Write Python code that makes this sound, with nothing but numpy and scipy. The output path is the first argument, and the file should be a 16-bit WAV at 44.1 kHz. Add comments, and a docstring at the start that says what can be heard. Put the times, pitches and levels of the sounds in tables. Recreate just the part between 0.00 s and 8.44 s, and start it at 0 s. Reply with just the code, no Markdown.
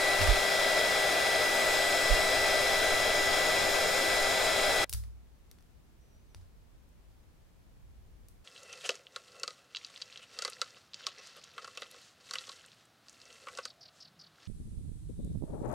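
"""A heat gun blows on a small wired part above a workbench, close to a stereo microphone.
From the start its fan whines and air rushes through the barrel; two clicks and a few thumps come early.
At 1.5 s a hand cups the part, turning the draught onto the microphone, and at 3 s it draws back.
The rush ends abruptly at 4.8 s; tools click and the bench booms softly. In the quiet room a thin
squeak leads to a snip at 6.3 s, and the cutters go on ticking on wire."""
import sys
import numpy as np
from scipy import signal
from scipy.fft import rfft, irfft
from scipy.io import wavfile
from scipy.ndimage import uniform_filter1d, map_coordinates

SR = 44100
rng = np.random.default_rng(int(sys.argv[2]) if len(sys.argv) > 2 else 0)


def bounce(signal):
    """Save signal as a 16-bit WAV file at the path given by the first command-line argument."""
    frames = np.transpose(np.atleast_2d(signal))
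    limited = np.clip(frames, -1, 1)
    pcm = np.round(limited * 32767).astype(np.int16)
    wavfile.write(sys.argv[1], SR, pcm)


N = 372380
T = np.arange(N) / SR
FREQ = np.maximum(np.arange(N // 2 + 1) * SR / N, 1)

# the hand cups the part in front of the nozzle, then draws back: (start [s], end [s], each move [s])
CUPPED_HAND = (1.54, 2.96, .2)


def undb(db):
    """Decibels to gain."""
    return 10 ** (np.asarray(db) / 20)


def unit(x):
    """Scale to rms 1."""
    return x / np.sqrt(np.mean(x ** 2))


def pan(db):
    """Left and right gains for a level difference."""
    return undb(np.array([[db], [-db]]) / 2)


def curve(points):
    """One value per sample from (time, value) points."""
    return np.interp(T, *np.transpose(points))


def fade(age, t60):
    """Silence before age 0, then an exponential decay."""
    return (age >= 0) * np.exp(-np.log(1000) * np.maximum(age, 0) / t60)


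def hold(start, end, edge):
    """Rises to 1 around start, holds, and falls around end; each move takes edge seconds."""
    return np.clip(np.minimum(T - start, end - T) / edge + .5, 0, 1)


def swell(s, half_length):
    """A smooth rise and fall that peaks at time s."""
    return np.exp(-((T - s) / half_length) ** 2)


def walk(rate):
    """A random drift of spread about 1 that changes about rate times a second."""
    points = uniform_filter1d(rng.standard_normal(8192), 4)
    return 2 * np.interp(8 * rate * T, np.arange(len(points)), points)


def colour(points):
    """Gain at every frequency from (Hz, dB) points."""
    hz, db = np.transpose(points)
    return undb(np.interp(np.log(FREQ), np.log(hz), db))


def noise(gain):
    """Fresh noise with this gain at every frequency."""
    return irfft(rfft(rng.standard_normal(N)) * gain, N)


def wide_noise(gain, side):
    """Stereo noise of rms 1 from a mid and a side signal."""
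    return unit(noise(gain) + noise(gain * side) * np.array([[1], [-1]]))


def split(x, hz):
    """The parts below and above a frequency."""
    low = irfft(rfft(x) / (1 + (FREQ / hz) ** 8), N)
    return low, x - low


def room_tone(hiss_db=-57, rumble_db=-60):
    """Microphone hiss over a low rumble that swells as the hands lean on the bench."""
    # the quiet room: (frequency [Hz], density [dB])
    spectrum = [(12, -44), (20, -7), (60, -2), (81, -9.5), (187, -18), (228, -20), (270, -22.5), (590, -29),
                (1090, -34), (1440, -36), (16000, -49)]
    # hands leaning on the bench: (time [s], level [dB], half length [s])
    leans = [(6.45, -66, 0.35), (8.05, -60, 0.26)]
    low, high = split(wide_noise(colour(spectrum), side=.87), hz=130)
    rumble = undb(rumble_db) + sum(undb(db) * swell(s, length) for s, db, length in leans)
    return (unit(low) * rumble + high * undb(hiss_db)) * pan(.4)


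def bench_boom(rise_s=.012, right_lead_rad=1.92):
    """Each knock sets the bench top swinging."""
    # knocks on the bench: (time [s], level [dB], pitch [Hz], t60 [s])
    knocks = [(4.896, -37, 74.6, 0.16), (4.933, -30, 60.5, 0.83), (4.94, -37, 99.5, 0.67),
              (6.35, -44.5, 90.4, 0.6), (7.08, -45, 68, 0.17)]
    out = 0
    for s, db, hz, t60 in knocks:
        age = T - s
        swing = np.sin(2 * np.pi * hz * age + np.array([[0], [right_lead_rad]]))
        out = out + undb(db) * np.clip(age / rise_s, 0, 1) * fade(age, t60) * swing
    return out


def squeak(level_db=-77.5, jitter_hz=18, flicker_db=2, thinning_db_per_octave=85):
    """A faint, unsteady pure tone just before the snip; it thins out as it rises."""
    # the squeak's wavering course: (time [s], pitch [Hz])
    glide = [(6.015, 5730), (6.045, 5980), (6.085, 6000), (6.125, 5770), (6.17, 5820), (6.215, 6050),
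             (6.27, 6380), (6.325, 5750)]
    hz = curve(glide)
    phase = 2 * np.pi * np.cumsum(hz + jitter_hz * walk(40)) / SR
    db = level_db - thinning_db_per_octave * np.log2(hz / hz.min()) + flicker_db * walk(6)
    return np.sqrt(2) * undb(db) * hold(glide[0][0], glide[-1][0], edge=.015) * np.sin(phase)


def tool_clicks(crack_t60=.013, room_t60=.3, room_rise_s=.0036, lead_s=.004):
    """A contact cracks and rings the steel; the room answers with a diffuse tail."""
    # clicks of tools and wire, and the snip's short echo just after it:
    # (time [s], attack rms [dB], tilt [dB/octave], room [dB], ring [dB])
    clicks = [(0.2151, -25, -7, 3, -3), (0.2735, -27.5, -7, -8, -20), (4.8952, -35.5, 4, -5.5, -3),
              (4.9278, -33, 0.5, -2.5, -18), (4.936, -31.5, 2.5, -8, -11), (4.9462, -47, -3, -3, -6),
              (5.0375, -56, -4, 0, -12), (5.5136, -52, -1, -8, -16), (5.586, -64, -4, -3, -17),
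              (5.6075, -66, -3, -7, -14), (5.6243, -67, -2, -6, -14), (6.347, -49.5, -3, -7, 4),
              (6.364, -70, -5, 8, -12), (6.412, -67, -5, 4, -12), (6.8895, -71, 4, -10, -12),
              (7.103, -72, -4.5, 3, -10), (8.285, -56, 4, -3, -12)]
    # modes of the small steel parts: (frequency [Hz], level [dB], t60 [s])
    steel_modes = [(1052, -13, .01), (1625, -17, .008), (2860, -6, 0.0099), (3860, -8, .008),
                   (4470, 1.5, .008), (5690, 2.5, .008), (7530, -20, .008), (9370, 2.5, 0.0087),
                   (10900, -5, .009), (13340, -8, .008)]
    # a contact's crack and its echo in the room: (frequency [Hz], density [dB])
    crack_spectrum = [(200, -27), (600, -14), (1400, -3), (2500, -6.5), (5000, 3), (7000, -1), (10000, 2),
                      (15500, -6)]
    out, size = np.zeros((2, N + SR)), SR // 2
    age = np.arange(size) / SR - lead_s
    attack = (age >= 0) & (age < .003)
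    octaves = np.log2(np.maximum(np.arange(size // 2 + 1) * SR / size, 1000) / 5000)
    grit = [unit(noise(colour(crack_spectrum))) for _ in range(3)]
    for s, db, tilt_db, room_db, ring_db in clicks:
        pick = rng.integers(N - size)
        crack, left, right = (g[pick:pick + size] for g in grit)
        # the grip detunes the modes a little from one contact to the next
        detune = 1 + .017 * rng.standard_normal(len(steel_modes))
        ring = sum(undb(mode_db) * np.sin(2 * np.pi * hz * ratio * age) * fade(age, t60)
                   for (hz, mode_db, t60), ratio in zip(steel_modes, detune))
        direct = crack * fade(age, crack_t60) + undb(ring_db) * ring
        tail = np.array([left, right]) * fade(age, room_t60) * np.clip(age / room_rise_s, 0, 1)
        click = unit(direct) * pan(2.5) + undb(room_db) * unit(tail)
        # each click has its own brightness, from dull to sharp
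        click = irfft(rfft(click) * undb(tilt_db * octaves), size)
        start = int((s - lead_s) * SR)
        out[:, start:start + size] += undb(db) * click / click[:, attack].std()
    return out[:, :N]


def draught(level_db=-50, deflected_db=9, build_s=.96, surge_below_db=19.5, surge_s=.08):
    """Air off the bench buffets the microphone, with low thumps: one knock, the rest puffs of air."""
    # wind on the microphone ports: (frequency [Hz], density [dB])
    spectrum = [(8, 3.5), (20, -4), (38, -4.5), (62, -9.5), (100, -14), (160, -31.5), (400, -55.5)]
    # microphone thumps: (time [s], level [dB], pitch [Hz], half length [s], left minus right [dB])
    low_thumps = [(0.231, -30.5, 93, 0.025, -13), (0.291, -24.5, 69.5, .012, -13),
                  (.311, -21.5, 40.4, .022, -12.5), (2.124, -21.5, 37, .017, -16)]
    # the draught is weak until the hand turns the jet towards the microphone
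    age = T - CUPPED_HAND[0]
    deflected = np.clip(age / build_s, 0, 1) * fade(age, t60=62)
    strength = undb(level_db + deflected_db * deflected + walk(3))
    thumps = 0
    for s, db, hz, length, pan_db in low_thumps:
        strength += undb(db - surge_below_db) * swell(s, surge_s)
        thumps -= undb(db) * pan(pan_db) * swell(s, length) * np.sin(2 * np.pi * hz * (T - s))
    return wide_noise(colour(spectrum), side=.79) * strength * pan(-1) + thumps


def brushes(shaft_angle, level_db=-60, db_per_order=-.4):
    """The motor's brushes buzz once a turn: a row of faint high harmonics."""
    out = np.zeros((2, N))
    for step, order in enumerate(range(12, 38)):
        phases = rng.uniform(0, 2 * np.pi) + rng.standard_normal((2, 1))
        level = undb(level_db + db_per_order * step + 2 * walk(.92))
        out += level * np.sin(order * shaft_angle + phases)
    return out


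def shaft(final_hz=396, shortfall_hz=2.4, warm_s=2.8, jitter_hz=.22):
    """The fan shaft's angle in radians; it creeps up to speed as it warms."""
    hz = final_hz - shortfall_hz * np.exp(-T / warm_s) + jitter_hz * walk(25)
    return 2 * np.pi * np.cumsum(hz) / SR


def fan(shaft_angle, blades=5, waver_db=1.05, sway_db=.13, flutter=.11, smear_rad=.0494):
    """Shaft harmonics, strongest at the blade rate; uneven inflow shakes their level and pitch."""
    # blade tone and overtones:
    # (order [x shaft rate], level [dB], cupped lift [dB], left minus right [dB], left lead [rad])
    blade_tones = [(5, -34.5, 0.9, 1, .15), (10, -45, 1.8, -2, 0.63), (20, -63.5, 10, 0, .9),
                   (35, -70.5, 13, -4, -.5)]
    # weaker motor tones: (order [x shaft rate], level [dB], left minus right [dB], left lead [rad])
    motor_tones = [(1, -46.5, 14, -1), (2, -49.5, -3.5, 0), (3, -49.5, 0.5, 1.25), (4, -43, 5, -1.8),
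                   (8, -49, -2, 1), (9, -55.5, 6, -7.5), (17, -54, 6, -1.73), (18, -68, -5, -8),
                   (23, -61.5, -17.5, 4), (30, -73.5, -0.5, 11.5), (31, -61, 3, -3.5)]
    # the whine swells and dips as the gun is first aimed: (time [s], level change [dB])
    aiming = [(0, 0.5), (.11, 3.5), (.29, -1), (.4, 0)]
    aim_db, cupped = curve(aiming), hold(*CUPPED_HAND)
    tones = []
    for order, db, lift_db, pan_db, lead in blade_tones:
        # the cupped hand reflects the overtones towards the microphone
        change_db = aim_db + lift_db * cupped + waver_db * np.sqrt(order / blades) * walk(1.2)
        tones.append((order, db + change_db, pan_db, lead))
    for order, db, pan_db, lead in motor_tones:
        # as the hand moves, short waves swing in and out of step with their reflections
        tones.append((order, db + sway_db * order ** .29 * walk(.7), pan_db, lead))
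    out = np.zeros((2, N))
    for order, db, pan_db, lead in tones:
        level = undb(db) * (1 + flutter * walk(40))
        phase = order * shaft_angle + smear_rad * np.sqrt(order) * walk(30) + np.array([[lead], [0]])
        out += np.sqrt(2) * level * pan(pan_db) * np.sin(phase)
    return out


def mat_echo(x, lag_ms=2.4, drift_ms=.05, echo_gain=.25):
    """The mat returns the hiss a moment later; the lag drifts with the hand, so fine ripples slide."""
    lag = (lag_ms + drift_ms * walk(.5)) * SR / 1000
    hiss, now = split(x, hz=5476)[1], np.arange(N)
    return x + echo_gain * np.array([np.interp(now - lag, now, channel) for channel in hiss])


def hand_gap(x, width_octaves=.1, drift_db=.86, patch_hz=700, patch_s=.64):
    """The resonance between nozzle and hand slides with each pose; small moves shift the treble."""
    # the resonance in each pose of the hand: (centre [Hz], lift [dB])
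    opened, cupped, drawn_back = (4450, 1.4), (7300, .8), (7050, 2)
    hz, s, frames = signal.stft(x, SR, nperseg=512)
    start, end, move = CUPPED_HAND
    times = [start - move, start + move, end - move, end + move]
    centre, lift_db = (np.interp(s, times, c) for c in zip(opened, cupped, cupped, drawn_back))
    octaves_away = np.log2(np.maximum(hz, 1)[:, None] / centre)
    resonance_db = lift_db * np.exp(-(octaves_away / width_octaves) ** 2)
    grid = np.meshgrid(s / patch_s, hz / patch_hz)
    patches = map_coordinates(rng.standard_normal((64, 64)), grid, mode="mirror")
    treble_db = drift_db * patches * np.minimum(hz[:, None] / centre, 1)
    return signal.istft(frames * undb(resonance_db + treble_db), SR)[1][:, :N]


def air_rush(body_db=-29.5, hiss_db=-40.5, churn_db=.46):
    """Turbulence shaped by the barrel, close and a little left; body and hiss churn separately."""
    # turbulence in the nozzle: (frequency [Hz], density [dB])
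    turbulence = [(110, -24), (220, -17.5), (400, -10.5), (600, 0.0), (800, -2), (950, -13), (1400, -19.5),
                  (2500, -7), (2950, -18), (3400, -16.5), (6000, -21.5), (9700, -18), (13500, -23.5),
                  (15700, -32)]
    # resonances of the barrel and the space around it: (frequency [Hz], width [Hz], lift [dB])
    resonances = [(115, 43, 11.5), (177, 12, 10), (242, 14, 6.5), (276.2, 14, 5.5), (335, 41, 6.5),
                  (450, 20, 6), (515, 12, 9), (625.5, 82, 5.5), (685, 5.3, 5.5), (892, 24, 0),
                  (929, 17, 6.5), (1029, 43, 7.5), (1326, 220, 12.5), (1493, 16, 6), (1605, 430, 9.5),
                  (1870, 16, -6.5), (2162, 150, 5), (2784, 50, 8.5), (3254, 170, 11.5), (3505, 260, 9),
                  (4040, 338, 10), (4650, 280, 6.5), (5003, 126, 9), (5323, 450, 12), (6620, 1800, 6.5),
                  (8375, 3100, 2.5)]
    # share of the rush that reaches the microphone from the sides: (frequency [Hz], side minus mid [dB])
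    spread = [(130, -5), (280, -12), (370, -8), (680, -10), (1150, -11.5), (1480, -7), (1800, -12),
              (2600, -12), (4400, -9.5), (7000, -8), (10000, -3.5), (13000, 0.5)]
    lift_db = sum(db / (1 + (2 * (FREQ - hz) / width) ** 2) for hz, width, db in resonances)
    jet = wide_noise(colour(turbulence) * undb(lift_db), colour(spread))
    body, hiss = split(jet, hz=5770)
    body = unit(body) * undb(body_db + churn_db * walk(12)) * pan(3)
    hiss = unit(hiss) * undb(hiss_db + churn_db * walk(13)) * pan(1.2)
    return mat_echo(hand_gap(body + hiss))


def scene(stop_s=4.844):
    """The gun runs; its whine and rush end abruptly with a brief dull tail, and small work at the bench
    follows."""
    shaft_angle = shaft()
    gun = fan(shaft_angle) + brushes(shaft_angle) + air_rush() + draught()
    dull_tail = split(gun, hz=4000)[0] * undb(-9.5) * fade(T - stop_s, t60=.034)
    return gun * (T < stop_s) + dull_tail + bench_boom() + tool_clicks() + squeak() + room_tone()


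def record(dry, top_hz=15800):
    """The recorder cuts the top with a steep low-pass."""
    return signal.sosfilt(signal.ellip(10, .1, 80, top_hz, fs=SR, output="sos"), dry)


dry = scene()
out = record(dry)
bounce(out)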